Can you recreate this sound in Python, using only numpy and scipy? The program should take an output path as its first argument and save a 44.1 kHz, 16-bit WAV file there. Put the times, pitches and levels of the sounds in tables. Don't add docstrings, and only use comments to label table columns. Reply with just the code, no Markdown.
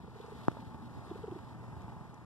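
import sys
import numpy as np
from scipy import signal
from scipy.fft import rfft, irfft
from scipy.io import wavfile
from scipy.ndimage import uniform_filter1d

SR = 44100
rng = np.random.default_rng(int(sys.argv[2]) if len(sys.argv) > 2 else 0)


def to_wav(s):
    ch = np.atleast_2d(s).T
    pcm = np.round(np.clip(ch, -1, 1) * 32767)
    wavfile.write(sys.argv[1], SR, pcm.astype(np.int16))


N = 99225

# [f/Hz, level/dB]
TRAFFIC_COLOUR = [(100, -17.5), (300, -6), (550, -6), (700, -1.5), (920, 2), (1300, -4), (1600, -11),
                  (2100, -13), (3500, -29), (5000, -26.5), (9000, -29), (14000, -43)]
# [t/s, level/dB]
TRAFFIC_LEVEL = [(0, -60.5), (.15, -58.5), (.3, -54), (.6, -57.5), (.85, -56.5), (1.08, -53.5),
                 (1.3, -56.5), (1.5, -57), (1.68, -56), (1.95, -56), (2.25, -58.5)]
# [f/Hz, level/dB]
RUMBLE_COLOUR = [(25, -24.5), (45, -15.5), (75, -3.5), (160, -4), (240, -8.5), (400, -13), (700, -25.5),
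                 (2000, -53)]
# [t/s, level/dB]
RUMBLE_LEVEL = [(0, -56.5), (.2, -55.5), (.4, -53), (.75, -51), (1.05, -52.5), (1.25, -53), (1.6, -53),
                (1.85, -52), (2.05, -55), (2.25, -58.5)]
# [f/Hz, level over the rumble/dB, phase lead of the left/rad, pitch wander/share of f]
HUM_TONES = [(120.1, -4.5, -0.96, 0.0245), (238.4, -13, -1.25, 0.0146), (878.5, -13.5, -0.45, 0.00679)]
# [t/s, level/dB]
HUM_SWELL = [(0, 1), (.28, -4), (.4, 3), (.55, -1.5), (1.05, -1), (1.3, 2.5), (1.6, 2), (1.8, -1.5),
             (2.25, -2.5)]
HUM_FLICKER_DB = 2.5

# [t/s, peak level of the ring/dB, contact time/s]
KNOCKS = [(.4826, -10, .0001), (.973, -35, 0.0017)]
# [f/Hz, level/dB]
CASE_RESPONSE = [(25, -53), (60, -31), (110, 0), (180, 0), (330, -1.5), (550, -12), (900, -9.5),
                 (1300, -13.5), (1900, -23.5), (2800, -33), (3400, -42), (4200, -31), (5300, -43.5),
                 (6200, -30), (8000, -57), (14000, -77)]
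# [t at the centre/s, level/dB, f/Hz, half-length/s]
GRIP_BUMPS = [(.985, -40, 85.7, .015), (1.645, -56, 88.4, 0.02), (1.754, -48, 81.6, .022)]
CASE_LAG_S, CASE_RIGHT_DB = 0.000467, -1.8
CRACK_DB, CRACK_DECAY_S, CRACK_HZ = -40, 0.0001, 7800
THUD_DB, THUD_DECAY_S, THUD_HZ = -25, 0.008, 96

# [t/s, level/dB]
SWISH_LEVEL = [(0, -70), (.15, -69.5), (.29, -63.5), (.48, -64.5), (.62, -64.5), (.73, -71.5), (.87, -66),
               (1.07, -68.5), (1.33, -67), (1.6, -71), (1.9, -72), (2.25, -72)]
# [f/Hz, level/dB]
SWISH_COLOUR = [(300, -29), (1500, 6.5), (2700, 1), (3700, 7), (4300, 3.5), (5200, -1), (6400, -9),
                (8000, -6.5), (10000, -11.5), (14000, -12)]
# [t at the centre/s, half-length/s, level/dB]
BRUSHES = [(0.298, 0.071, -74), (0.45, 0.034, -72), (0.535, .05, -75), (0.837, .06, -80.5),
           (1.06, 0.026, -70)]
# [f/Hz, level/dB]
BRUSH_COLOUR = [(1500, -31), (4000, 14), (7000, -5), (9000, 9.5), (14000, -22)]
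# [t/s, onset level before halving/dB, brightness/dB per octave]
TICKS = [(.262, -49, -2.5), (0.516, -35, -6), (0.603, -47, -3), (.621, -45, -8), (.855, -44.5, -4),
         (1.643, -58, 1), (1.819, -50, 1), (2.143, -52.5, 7.5)]
# [f/Hz, level/dB]
TICK_COLOUR = [(300, 5), (1100, 10), (2500, 10.5), (4000, -3.5), (6000, 5), (9000, -11), (14000, -19)]
# [t/s, onset level before halving/dB]
SCUFFS = [(0.568, -38), (0.7442, -40), (0.783, -44), (1.793, -45.5), (1.894, -41.5), (2.011, -48)]
# [f/Hz, level/dB]
SCUFF_COLOUR = [(60, -23), (200, -1.5), (550, -2.5), (900, -1.5), (1400, -12.5), (2200, -20.5), (8000, -44)]
TICK_DECAY_S, TICK_PIVOT_HZ, SCUFF_DECAY_S = 0.0024, 3000, 0.01

# [t/s, level/dB]
PURR_LEVEL = [(0, -55.5), (.28, -57.5), (.4, -54.5), (.55, -54), (.72, -50.5), (.87, -56.5), (1.03, -53),
              (1.35, -52.5), (1.6, -52.5), (1.9, -49.5), (2.05, -53), (2.25, -55.5)]
# [f/Hz, level/dB]
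CHEST_COLOUR = [(30, -36), (50, -5), (75, 5.5), (130, -1), (190, 3), (330, -9), (550, -25), (880, -7.5),
                (1300, -20.5), (2000, -33.5), (3600, -43.5), (6000, -51), (14000, -51)]
# [f/Hz, level/dB]
THROAT_COLOUR = [(150, -32), (205, -8), (240, 0.5), (285, -14), (450, -35), (2000, -67)]
# [t/s, level/dB]
THROAT_LEVEL = [(.45, -75), (.58, -55), (.95, -58.5), (1.15, -70)]
PURR_HZ, PURR_JITTER_CYCLES, PUFF_DECAY_S = 24.86, 0.1, 0.011

# [t at the centre/s, level/dB, f/Hz, half-length/s, fall/octaves per s]
COOS = [(0.046, -48.5, 432, 0.0024, 0), (.083, -48, 463, 0.0054, 11), (0.163, -45.5, 430, 0.0061, 21),
        (0.204, -40, 439, 0.0045, 2.5), (.247, -43.5, 439, 0.0046, 0), (.286, -43.5, 447, 0.0055, -1),
        (0.325, -41, 426, 0.0058, 12.5), (0.365, -50.5, 442, 0.0062, -4), (1.079, -45, 368, 0.0031, 11.5),
        (1.1165, -32.5, 354, 0.0042, 7.5), (1.16, -38.5, 426, 0.0041, -10), (1.244, -35, 443, 0.0066, 6),
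        (1.2837, -35, 402, .0054, 30), (1.325, -35.5, 353, 0.0068, 15.5),
        (1.365, -38.5, 356.6, 0.007, 25.5)]
COO_OVERTONES = [-16, -22.5]
# [t/s, lead/s]
HEAD_LEAD = [(.2, -.0003), (1.25, -.00013)]
# [f/Hz, level/dB]
RASP_COLOUR = [(300, -7), (1000, -11), (2200, -1), (3300, 4), (4500, -11), (8000, -38), (14000, -28)]
THUMP_LEAD_S, THUMP_HZ, THUMP_DB = 0.012, 136, -13.5
RASP_LEAD_S, RASP_DECAY_S, RASP_DB = 0.012, 0.0018, -33.5

# [f/Hz, phase/rad]
LEFT_LEAD = [(60, -2.1), (110, -1.3), (260, -1.2), (430, -.4), (860, -.2), (1200, 0.42), (1500, 1),
             (1830, 1.73), (2150, 3.14), (14000, 37.5)]
# [f/Hz, correlation/0-1]
LIKENESS = [(50, 0.58), (250, 0.66), (550, 0.58), (900, 0.99), (2200, 1), (4000, 0.67), (8000, 0.42),
            (14000, 0.099)]
# [f/Hz, level/dB]
RIGHT_BALANCE = [(60, 0.5), (300, 1), (1000, -0.2), (2500, -0.4), (5000, -2.5), (9000, -3), (14000, -3)]
TOP_HZ = 14200


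def undb(db):
    return 10 ** (np.asarray(db) / 20)


def curve(table, at):
    return np.interp(at, *np.array(table, float).T)


def unit(x):
    return x / np.sqrt(np.mean(x ** 2))


def freqs():
    return np.arange(N // 2 + 1) * SR / N


def colour(x, points):
    hz, db = np.array(points, float).T
    level_db = np.interp(np.log(freqs() + 1), np.log(hz), db)
    cepstrum = irfft(np.log(undb(level_db)), N)
    cepstrum[1:N // 2] *= 2
    cepstrum[N // 2:] = 0
    return irfft(rfft(x) * np.exp(rfft(cepstrum)), N)


def walk(rate):
    hold = int(SR / rate)
    steps = np.repeat(rng.standard_normal(N // hold + 1), hold)
    smooth = uniform_filter1d(uniform_filter1d(steps, hold), hold)
    return unit(smooth[:N])


def rush(envelope, points):
    left, other = rfft(rng.standard_normal((2, N)) * envelope)
    alike = np.clip(curve(LIKENESS, freqs()), 0, 1)
    right = alike * left + np.sqrt(1 - alike ** 2) * other
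    right = right * np.exp(-1j * curve(LEFT_LEAD, freqs()))
    return colour(irfft(np.array([left, right]), N), points)


def bursts(t, rows, decay_s, points):
    envelope = sum(undb(db) * (t >= at) * np.exp(-np.abs(t - at) / decay_s) for at, db in rows)
    envelope_rms = np.sqrt(np.mean(envelope ** 2))
    return unit(rush(envelope, points)) * envelope_rms / 2


def night(t):
    traffic = unit(rush(undb(0.54 * walk(14.52)), TRAFFIC_COLOUR)) * undb(curve(TRAFFIC_LEVEL, t))
    drone = unit(rush(1, RUMBLE_COLOUR))
    for hz, db, lead, wander in HUM_TONES:
        phase = 2 * np.pi * np.cumsum(hz * (1 + wander * walk(20))) / SR
        swell_db = curve(HUM_SWELL, t) if hz < 500 else 0
        gain = np.sqrt(2) * undb(db + swell_db + HUM_FLICKER_DB * walk(9.98))
        drone = drone + gain * np.sin(np.array([phase, phase - lead]))
    return traffic + drone * undb(curve(RUMBLE_LEVEL, t))


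def handling(t):
    out = np.zeros(N)
    for at, db, contact_s in KNOCKS:
        age = np.maximum(t - at, 0)
        ring = colour(age * np.exp(-2 * age / contact_s), CASE_RESPONSE)
        out += undb(db) * ring / np.abs(ring).max()
    age = np.maximum(t - KNOCKS[0][0], 0)
    crack = np.sin(2 * np.pi * CRACK_HZ * age) * np.exp(-age / CRACK_DECAY_S)
    thud = -np.sin(2 * np.pi * THUD_HZ * age) * np.exp(-age / THUD_DECAY_S)
    out += undb(CRACK_DB) * crack + undb(THUD_DB) * thud
    for at, db, hz, width in GRIP_BUMPS:
        swell = np.exp(-((t - at) / width) ** 2)
        out += undb(db) * np.cos(2 * np.pi * hz * (t - at)) * swell
    return np.array([out, -undb(CASE_RIGHT_DB) * np.interp(t - CASE_LAG_S, t, out)])


def stroking(t):
    grain = undb(1.75 * walk(300) + 1.7 * walk(22.74))
    sound = unit(rush(grain, SWISH_COLOUR)) * undb(curve(SWISH_LEVEL, t))
    brush_gain = sum(undb(db) * np.exp(-((t - at) / width) ** 2) for at, width, db in BRUSHES)
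    sound = sound + unit(rush(1, BRUSH_COLOUR)) * brush_gain
    for at, db, tilt in TICKS:
        tilted = [(hz, d + tilt * np.log2(hz / TICK_PIVOT_HZ)) for hz, d in TICK_COLOUR]
        sound = sound + bursts(t, [(at, db)], TICK_DECAY_S, tilted)
    return sound + bursts(t, SCUFFS, SCUFF_DECAY_S, SCUFF_COLOUR)


def low_purr(t):
    marks = np.array([0] + [row[0] - THUMP_LEAD_S for row in COOS] + [t[-1]])
    cycles = np.cumsum(np.round(np.diff(marks, prepend=0) * PURR_HZ))
    position = np.interp(t, marks, cycles) + PURR_JITTER_CYCLES * walk(12)
    age = position % 1 / PURR_HZ
    puffs = np.exp(-age / PUFF_DECAY_S)
    chest = unit(rush(puffs, CHEST_COLOUR)) * undb(curve(PURR_LEVEL, t))
    throat = unit(rush(puffs, THROAT_COLOUR)) * undb(curve(THROAT_LEVEL, t))
    return chest + throat


def trill(t):
    out = np.zeros(N)
    for (at, db, hz, width, fall), start in zip(COOS, rng.random((len(COOS), 2))):
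        near = np.abs(t - at) < 4 * width
        u = t[near] - at
        phase = 2 * np.pi * (start[0] + np.cumsum(hz * 2 ** (-fall * u)) / SR)
        tone = np.sin(phase)
        for k, overtone_db in enumerate(COO_OVERTONES):
            tone += undb(overtone_db) * np.sin((k + 2) * phase)
        coo = tone * np.exp(-(u / width) ** 2)
        thump = np.sin(2 * np.pi * (THUMP_HZ * u + start[1]))
        thump *= np.exp(-((u + THUMP_LEAD_S) / width) ** 2)
        out[near] += undb(db) * (coo + undb(THUMP_DB) * thump)
    pair = np.array([out, np.interp(t - curve(HEAD_LEAD, t), t, out)])
    rasps = [(at - RASP_LEAD_S, db / 2 + RASP_DB) for at, db, *_ in COOS]
    return pair + bursts(t, rasps, RASP_DECAY_S, RASP_COLOUR)


def scene():
    t = np.arange(N) / SR
    left, right = night(t) + stroking(t) + low_purr(t) + trill(t)
    return np.array([left, colour(right, RIGHT_BALANCE)]) + handling(t)


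def record(dry):
    from_edge = np.minimum(np.arange(N), np.arange(N)[::-1])
    ease = np.minimum(1, from_edge / 100)
    low_pass = signal.ellip(10, 0.2, 70, TOP_HZ, fs=SR, output="sos")
    return signal.sosfilt(low_pass, dry * ease)


dry = scene()
out = record(dry)
to_wav(out)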